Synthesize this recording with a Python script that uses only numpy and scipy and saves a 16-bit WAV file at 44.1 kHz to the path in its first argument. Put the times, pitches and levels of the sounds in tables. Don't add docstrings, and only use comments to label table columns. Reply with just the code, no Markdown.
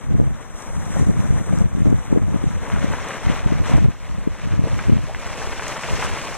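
import sys
import numpy as np
from scipy import signal
from scipy.io import wavfile

SR = 44100
rng = np.random.default_rng(int(sys.argv[2]) if len(sys.argv) > 2 else 0)


def persist_wave(psi):
    counts = np.round(np.clip(psi, -1, 1) * 32767).astype(np.int16)
    wavfile.write(sys.argv[1], SR, np.atleast_2d(counts).T)


N = 280917


def from_db(db):
    return np.exp(np.asarray(db) * (np.log(10) / 20))


def rms_one(x):
    return x / np.sqrt(np.mean(x ** 2) + 1e-20)


def power_sum(levels_db):
    return 10 * np.log10(sum(from_db(np.maximum(level, -120)) ** 2 for level in levels_db))


def at_hz(points, hz, column=1):
    table = np.array(points)
    return np.interp(np.log(np.maximum(hz, 1)), np.log(table[:, 0]), table[:, column])


def drift(rate_hz):
    step = 40
    pole = np.exp(-2 * np.pi * rate_hz * step / SR)
    noise = rng.standard_normal(N // step + 2002)
    slow = signal.lfilter([1], [1, -2 * pole, pole * pole], noise)[2000:]
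    return np.interp(np.arange(N) / step, np.arange(len(slow)), rms_one(slow))


def band(x, low_hz, high_hz, order=2):
    sos = signal.butter(order, [low_hz, min(high_hz, .45 * SR)], "band", fs=SR, output="sos")
    return signal.sosfilt(sos, x + 1e-18)


def add(track, start_s, sound):
    start = max(int(start_s * SR), 0)
    track[start:start + len(sound)] += sound[:N - start]


def envelope_db(start_s, hold_s, rise_db_per_s, slope_db_per_s, fall_db_per_s):
    t = np.arange(N) / SR - start_s
    hold = slope_db_per_s * np.clip(t, 0, hold_s) - max(slope_db_per_s * hold_s, 0)
    return hold - rise_db_per_s * np.maximum(-t, 0) - fall_db_per_s * np.maximum(t - hold_s, 0)


def grains(per_s, spread_db=1.5):
    at = np.flatnonzero(rng.random(N) < per_s / SR)
    sizes = rng.standard_exponential(N)[at]
    signs = rng.integers(0, 2, N)[at] * 2 - 1
    clicks = np.zeros(N)
    clicks[at] = signs * from_db(spread_db * np.minimum(sizes, 4.5))
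    return rms_one(clicks)


def spray_share(hz):
    return np.clip(np.log2(hz / 2900), 0, 1)


# start in seconds, hold in seconds, churn and spray levels in dB.
VENT_SURGES = [(0.58, 0.25, -44.5, -45.5), (0.901, 0.17, -38.5, -42.5), (1.185, 0.22, -39.5, -45),
               (1.466, 0.14, -39, -44.5), (1.8, 0.32, -45, -51), (2.302, 0.35, -41.5, -49.5),
               (2.713, 0.45, -34.5, -44), (3.26, 0.12, -33, -43), (3.486, 0.11, -38, -49),
               (3.665, 0.11, -34, -43), (4.452, 0.072, -41, -52), (4.67, 0.2, -39.5, -47),
               (4.98, 0.26, -46, -51.5), (5.21, 0.21, -40.5, -46.5), (5.423, 0.13, -36, -42.5),
               (5.626, 0.23, -34.2, -40), (5.93, 0.12, -32.5, -38), (6.12, 0.22, -34.3, -39.8)]


def boil(simmer_churn_db, simmer_spray_db):
    churn, spray = [simmer_churn_db], [simmer_spray_db]
    for start_s, hold_s, churn_db, spray_db in VENT_SURGES:
        shape_db = envelope_db(start_s, hold_s, rise_db_per_s=104, slope_db_per_s=1, fall_db_per_s=137)
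        churn.append(churn_db + shape_db)
        spray.append(spray_db + shape_db)
    return power_sum(churn), power_sum(spray)


def water(churn_db, spray_db, per_s_at_1khz, wash_db, splat_db, flicker_db, slosh_db):
    common = from_db(splat_db) * grains(per_s=1100) + from_db(wash_db) * rng.standard_normal(N)
    sway_db = slosh_db * drift(rate_hz=12.7)
    out, edges_hz = np.zeros(N), np.geomspace(110, 18000, 11)
    for k, (low, high) in enumerate(zip(edges_hz, edges_hz[1:])):
        hz = np.sqrt(low * high)
        fine = spray_share(hz)
        bursts = grains(per_s=per_s_at_1khz * (hz / 1000) ** .9)
        ringing = rms_one(band(bursts + common * (-1) ** k, low, high))
        wander_db = (1 - 0.23 * fine) * (sway_db + flicker_db * drift(rate_hz=45))
        level_db = (1 - fine) * churn_db + fine * spray_db + wander_db
        out += ringing * np.sqrt((high - low) / 2200) * from_db(level_db)
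    return out


def lone_bubbles(per_s, decay_cycles):
    out, t = np.zeros(N), np.arange(SR // 25) / SR
    for when, pitch, strength in rng.random((int(per_s * N / SR), 3)):
        hz = 650 * 2 ** (2.4 * pitch)
        age = t * hz / decay_cycles
        ring = np.exp(-age) * np.sin(2 * np.pi * hz * t * (1 + age / 20))
        add(out, when * N / SR, strength ** 2 * ring)
    return rms_one(out)


def pop(t, hz):
    phase = 2 * np.pi * hz * t
    return phase * np.exp(.5 * (1 - phase * phase))


def droplets(per_s, low_hz, high_hz):
    out, t = np.zeros(N), np.arange(-SR // 500, SR // 500) / SR
    for when, pitch, strength in rng.random((int(per_s * N / SR), 3)):
        add(out, when * N / SR, strength ** 2 * pop(t, low_hz * (high_hz / low_hz) ** pitch))
    return out


# start in seconds, hold in seconds, level in dB.
WIND_GUSTS = [(0.107, 0.2, -16), (0.74, 0.2, -24.5), (0.974, 0.44, -15.5), (1.509, 0.15, -19),
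              (1.755, 0.09, -16), (1.863, 0.068, -15), (2.115, 0.5, -19), (2.743, 0.18, -19),
              (3.271, 0.038, -20), (3.465, 0.17, -19), (3.73, 0.13, -13), (4.1, 0.12, -25.5),
              (4.45, .35, -20), (4.896, 0.094, -14), (5.918, 0.021, -19.5), (6.054, 0.078, -25.5)]


def gusts(breeze_db, wander_db):
    levels_db = [
        db + envelope_db(start_s, hold_s, rise_db_per_s=389, slope_db_per_s=-11.5, fall_db_per_s=234)
        for start_s, hold_s, db in WIND_GUSTS]
    return power_sum(levels_db + [breeze_db + wander_db * drift(rate_hz=5.4)])


# frequency in Hz, relative density in dB.
RUMBLE_SPECTRUM = [(25, -5), (60, 3.5), (130, 2.5), (200, -2), (300, -12.5), (430, -27.5), (700, -38),
                   (1000, -51), (1500, -84)]
# frequency in Hz, difference over common signal in dB.
BASS_WIDENING = [(30, 24), (120, 19), (250, 15), (500, -1), (1000, -6), (1500, -3)]


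def wind(level_db, lump_db, band_lump_db, brighten):
    force_db = gusts(breeze_db=-37, wander_db=4) + lump_db * np.minimum(drift(rate_hz=66), 1.4)
    edges_hz = np.geomspace(20, 1600, 12)
    centres_hz = np.sqrt(edges_hz[1:] * edges_hz[:-1])
    shares = from_db(at_hz(RUMBLE_SPECTRUM, centres_hz)) * np.sqrt(np.diff(edges_hz))
    shares = shares / np.linalg.norm(shares)
    apart, common = eddies(push_db=-1.5, tear_db=-20.5, tear_s=0.0072, leak_db=-16.5)
    for low, high, hz, share in zip(edges_hz, edges_hz[1:], centres_hz, shares):
        tilt_db = brighten * np.clip(np.log2(hz / 110), -1.7, 1.7) * (np.minimum(force_db, -9) + 12.5)
        gain = share * from_db(level_db + force_db + tilt_db + band_lump_db * drift(rate_hz=32))
        noise = band(rng.standard_normal((2, N)), low, high, order=3)
        apart += gain * rms_one(noise[0])
        common += gain * rms_one(noise[1]) * from_db(-at_hz(BASS_WIDENING, hz))
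    return np.array([common + apart * from_db(0.73), common - apart])


# time in seconds, relative peak in dB, centre in Hz.
HARD_EDDIES = [(0.153, -2.5, 159), (0.2, -2.5, 280), (1.013, -4, 149), (1.099, 0, 156), (1.537, -1.5, 141),
               (1.617, -3, 129), (1.647, -5.5, 80), (1.806, -6, 153), (1.87, -1.5, 193), (1.92, -7, 200),
               (1.928, 0.5, 228), (2.128, 2, 226), (2.162, -5.5, 380), (2.175, -1.5, 239),
               (2.345, -4.5, 186), (2.362, -5, 155), (2.441, -5, 223), (2.845, -2, 188), (3.3, -3, 190),
               (3.462, -3, 145), (3.523, -2, 206), (3.886, -2, 131), (4.275, -2, 217), (4.595, -1.5, 149),
               (4.887, -3.5, 160), (4.897, -1, 232), (4.932, -5, 179)]


def eddies(push_db, tear_db, tear_s, leak_db):
    t = np.arange(-SR // 50, SR // 50) / SR
    push, tear = np.zeros(N), np.zeros(N)
    for time_s, db, hz in HARD_EDDIES:
        u = (np.pi * hz * t) ** 2
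        add(push, time_s + t[0], from_db(db + push_db) * (2 * u - 1) * np.exp(-u))
        add(tear, time_s + t[0], from_db(db + tear_db) * hz / 200 * np.exp(-np.abs(t) / tear_s))
    ragged = band(tear * rng.standard_normal((2, N)), 280, 494) * np.sqrt(SR / 800)
    return push + ragged[0], from_db(leak_db) * push + 0.38 * ragged[1]


# start in seconds, relative peak in dB.
CRUST_DROPS = [(0.621, -25), (1.587, -20), (1.903, -24), (3.086, -19), (5.681, -11)]


def crust_ticks(level_db, decay_s):
    out, t = np.zeros(N), np.arange(SR // 10) / SR
    for start_s, db in CRUST_DROPS:
        crack = band(rng.standard_normal(len(t)) * np.exp(-t / decay_s), low_hz=5670, high_hz=9100)
        add(out, start_s, from_db(db + level_db) * crack / np.abs(crack).max())
    return out


# start in seconds, relative level in dB, starting pitch in Hz, swell in seconds.
BIG_BUBBLES = [(1.522, -15, 561, 0.0052), (2.625, -20, 441, 0.011), (2.665, -19.5, 860, 0.0061),
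               (4.628, -21, 452, 0.013), (4.668, -14, 380, 0.0033), (5.066, -24, 470, 0.015),
               (5.091, -15.5, 637, 0.0058)]


def gulps(level_db, rise_per_s):
    out, t = np.zeros(N), np.arange(SR // 10) / SR
    for start_s, db, hz, swell_s in BIG_BUBBLES:
        swell = t / swell_s * np.exp(1 - t / swell_s)
        wobble = 0.15 + 0.43 * rms_one(band(rng.standard_normal(len(t)), 31, 125))
        tone = np.sin(2 * np.pi * hz * (t + .5 * rise_per_s * t * t))
        add(out, start_s, from_db(db + level_db) * swell * wobble * tone)
    return out


# time in seconds, relative level in dB, centre in Hz,
# patter decay in seconds.
WATER_SLAPS = [(2.701, -18.5, 1190, 0.0023), (2.762, -23, 1090, 0.009), (2.936, -15.5, 975, 0.0041),
               (3.106, -19, 1400, 0.013), (4.791, -18.5, 1400, 0.013), (5.148, -17, 1340, 0.0037),
               (5.418, -22, 950, 0.022), (5.596, -15.5, 1240, 0.0045), (5.835, -18.5, 1570, 0.02),
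               (6.0227, -18, 1330, 0.0054), (6.0262, -11.5, 1180, 0.0054), (6.174, -21, 910, 0.007)]


def slaps(pop_db, patter_db):
    out, t = np.zeros(N), np.arange(SR // 10) / SR
    early_s = 0.001
    for time_s, db, hz, decay_s in WATER_SLAPS:
        add(out, time_s - early_s, from_db(db + pop_db) * pop(t - early_s, hz))
        patter = rms_one(band(rng.standard_normal(len(t)), hz * 0.7, hz * 1.66, order=3))
        add(out, time_s, from_db(db + patter_db) * patter * np.exp(-t / decay_s))
    return out


# time in seconds, facing (0 = vent to the left, 1 = vent ahead).
LISTENER_TURN = [(0, 0.046), (2.3, 0.083), (3.1, 0.73), (4.2, 0.78), (5.3, 1), (6.37, 1)]
# frequency in Hz, relative density in dB from the side, then from the front.
WATER_COLOUR = [(149, 10, 1), (343, -4.5, -6.5), (533, 2, 4), (800, -2.5, -3.5), (980, 1.5, 3),
                (1412, -4, -3), (2030, -6.5, -2.5), (2750, -15.5, -6), (3800, -16, -14.5), (5030, -31, -15),
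                (5590, -9, -11), (8920, -16, -20.5), (10280, -23, -27.5), (12800, -29, -33),
                (15500, -40, -38)]
# frequency in Hz, left lead in radians from the side, then from
WATER_IMAGE = [(600, 0, 0, .92, .94), (2000, .15, 0, .96, .99), (3000, .8, .1, .78, .97),
               (4000, 2.6, .7, .72, .72), (4800, 3.14, 2.6, .99, .7), (6000, 3.6, 3.6, .85, .35),
               (7200, 4.3, 4.9, .7, .55), (9200, 6.2, 6.1, .95, .9), (9900, 6.5, 6.3, .6, .2),
               (10400, 9, 9, .7, .8), (12000, 7.7, 7.2, .55, .3), (14500, 4.7, 4.6, .28, .2)]
# frequency in Hz, left over right in dB from the side, then from the front.
WATER_BALANCE = [(150, 26, 4), (500, 7.5, 2), (1200, 11, 2.5), (2420, -0.5, 0.5), (4100, -4.5, -3.5),
                 (6100, 1.5, 4.5), (8500, 0, 2.5), (11000, 4.5, 2), (14500, -1, 2)]


def two_ports(direct, scattered, splashes):
    hz, times_s, (near, far, sharp) = signal.stft(np.array([direct, scattered, splashes]), SR, nperseg=256)
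    ahead = np.clip(np.interp(times_s, *np.transpose(LISTENER_TURN)), 0, 1)

    def turned(table, freq_hz, column=1):
        side, front = at_hz(table, freq_hz, column), at_hz(table, freq_hz, column + 1)
        return np.outer(side, 1 - ahead) + np.outer(front, ahead)

    fine = spray_share(hz[:, None] + 1)
    middle_db = (1 - fine) * turned(WATER_COLOUR, 1393) + fine * turned(WATER_COLOUR, 6690)
    tint = from_db(turned(WATER_COLOUR, hz) - middle_db - 4.46 * fine)
    lead_rad, alike = turned(WATER_IMAGE, hz), turned(WATER_IMAGE, hz, column=3)
    bias_db = turned(WATER_BALANCE, hz)
    near, far = near * tint * np.sqrt(1 + alike), far * tint * np.sqrt(1 - alike)
    left = (near + far) * np.exp(.5j * lead_rad) / np.sqrt(1 + from_db(-2 * bias_db))
    right = (near - far) * np.exp(-.5j * lead_rad) / np.sqrt(1 + from_db(2 * bias_db))
    left += sharp * np.exp(.1j * lead_rad)
    right += sharp * np.exp(-.1j * lead_rad)
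    return signal.istft(np.array([left, right]), SR)[1][:, :N]


def scene():
    churn_db, spray_db = boil(simmer_churn_db=-44.5, simmer_spray_db=-52)
    direct = water(churn_db, spray_db, per_s_at_1khz=600,
                   wash_db=-1, splat_db=-1, flicker_db=1.76, slosh_db=1.22)
    direct += from_db(churn_db - 17) * lone_bubbles(per_s=64, decay_cycles=4.45)
    direct += from_db(churn_db + 10) * droplets(per_s=32, low_hz=905, high_hz=2180)
    direct += from_db(spray_db + 13.5) * droplets(per_s=19, low_hz=5000, high_hz=11000)
    scattered = water(churn_db, spray_db, per_s_at_1khz=1100,
                      wash_db=-29, splat_db=-13, flicker_db=2, slosh_db=3)
    splashes = slaps(pop_db=1.5, patter_db=-8.5)
    splashes += crust_ticks(level_db=-8.5, decay_s=0.0014)
    splashes += gulps(level_db=-3, rise_per_s=7.76)
    hiss = from_db(-71.5) * rms_one(band(rng.standard_normal((2, N)), 13000, 15000, order=1))
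    rumble = wind(level_db=-0.1, lump_db=4.5, band_lump_db=1.5, brighten=0.33)
    return from_db(-0.73) * two_ports(direct, scattered, splashes) + hiss + rumble


def record(dry):
    ceiling, cutoff_hz = .95, 15400
    rounded = dry / (1 + np.abs(dry / ceiling) ** 6) ** (1 / 6)
    return signal.sosfilt(signal.ellip(10, .2, 80, cutoff_hz, fs=SR, output="sos"), rounded)


dry = scene()
out = record(dry)
persist_wave(out)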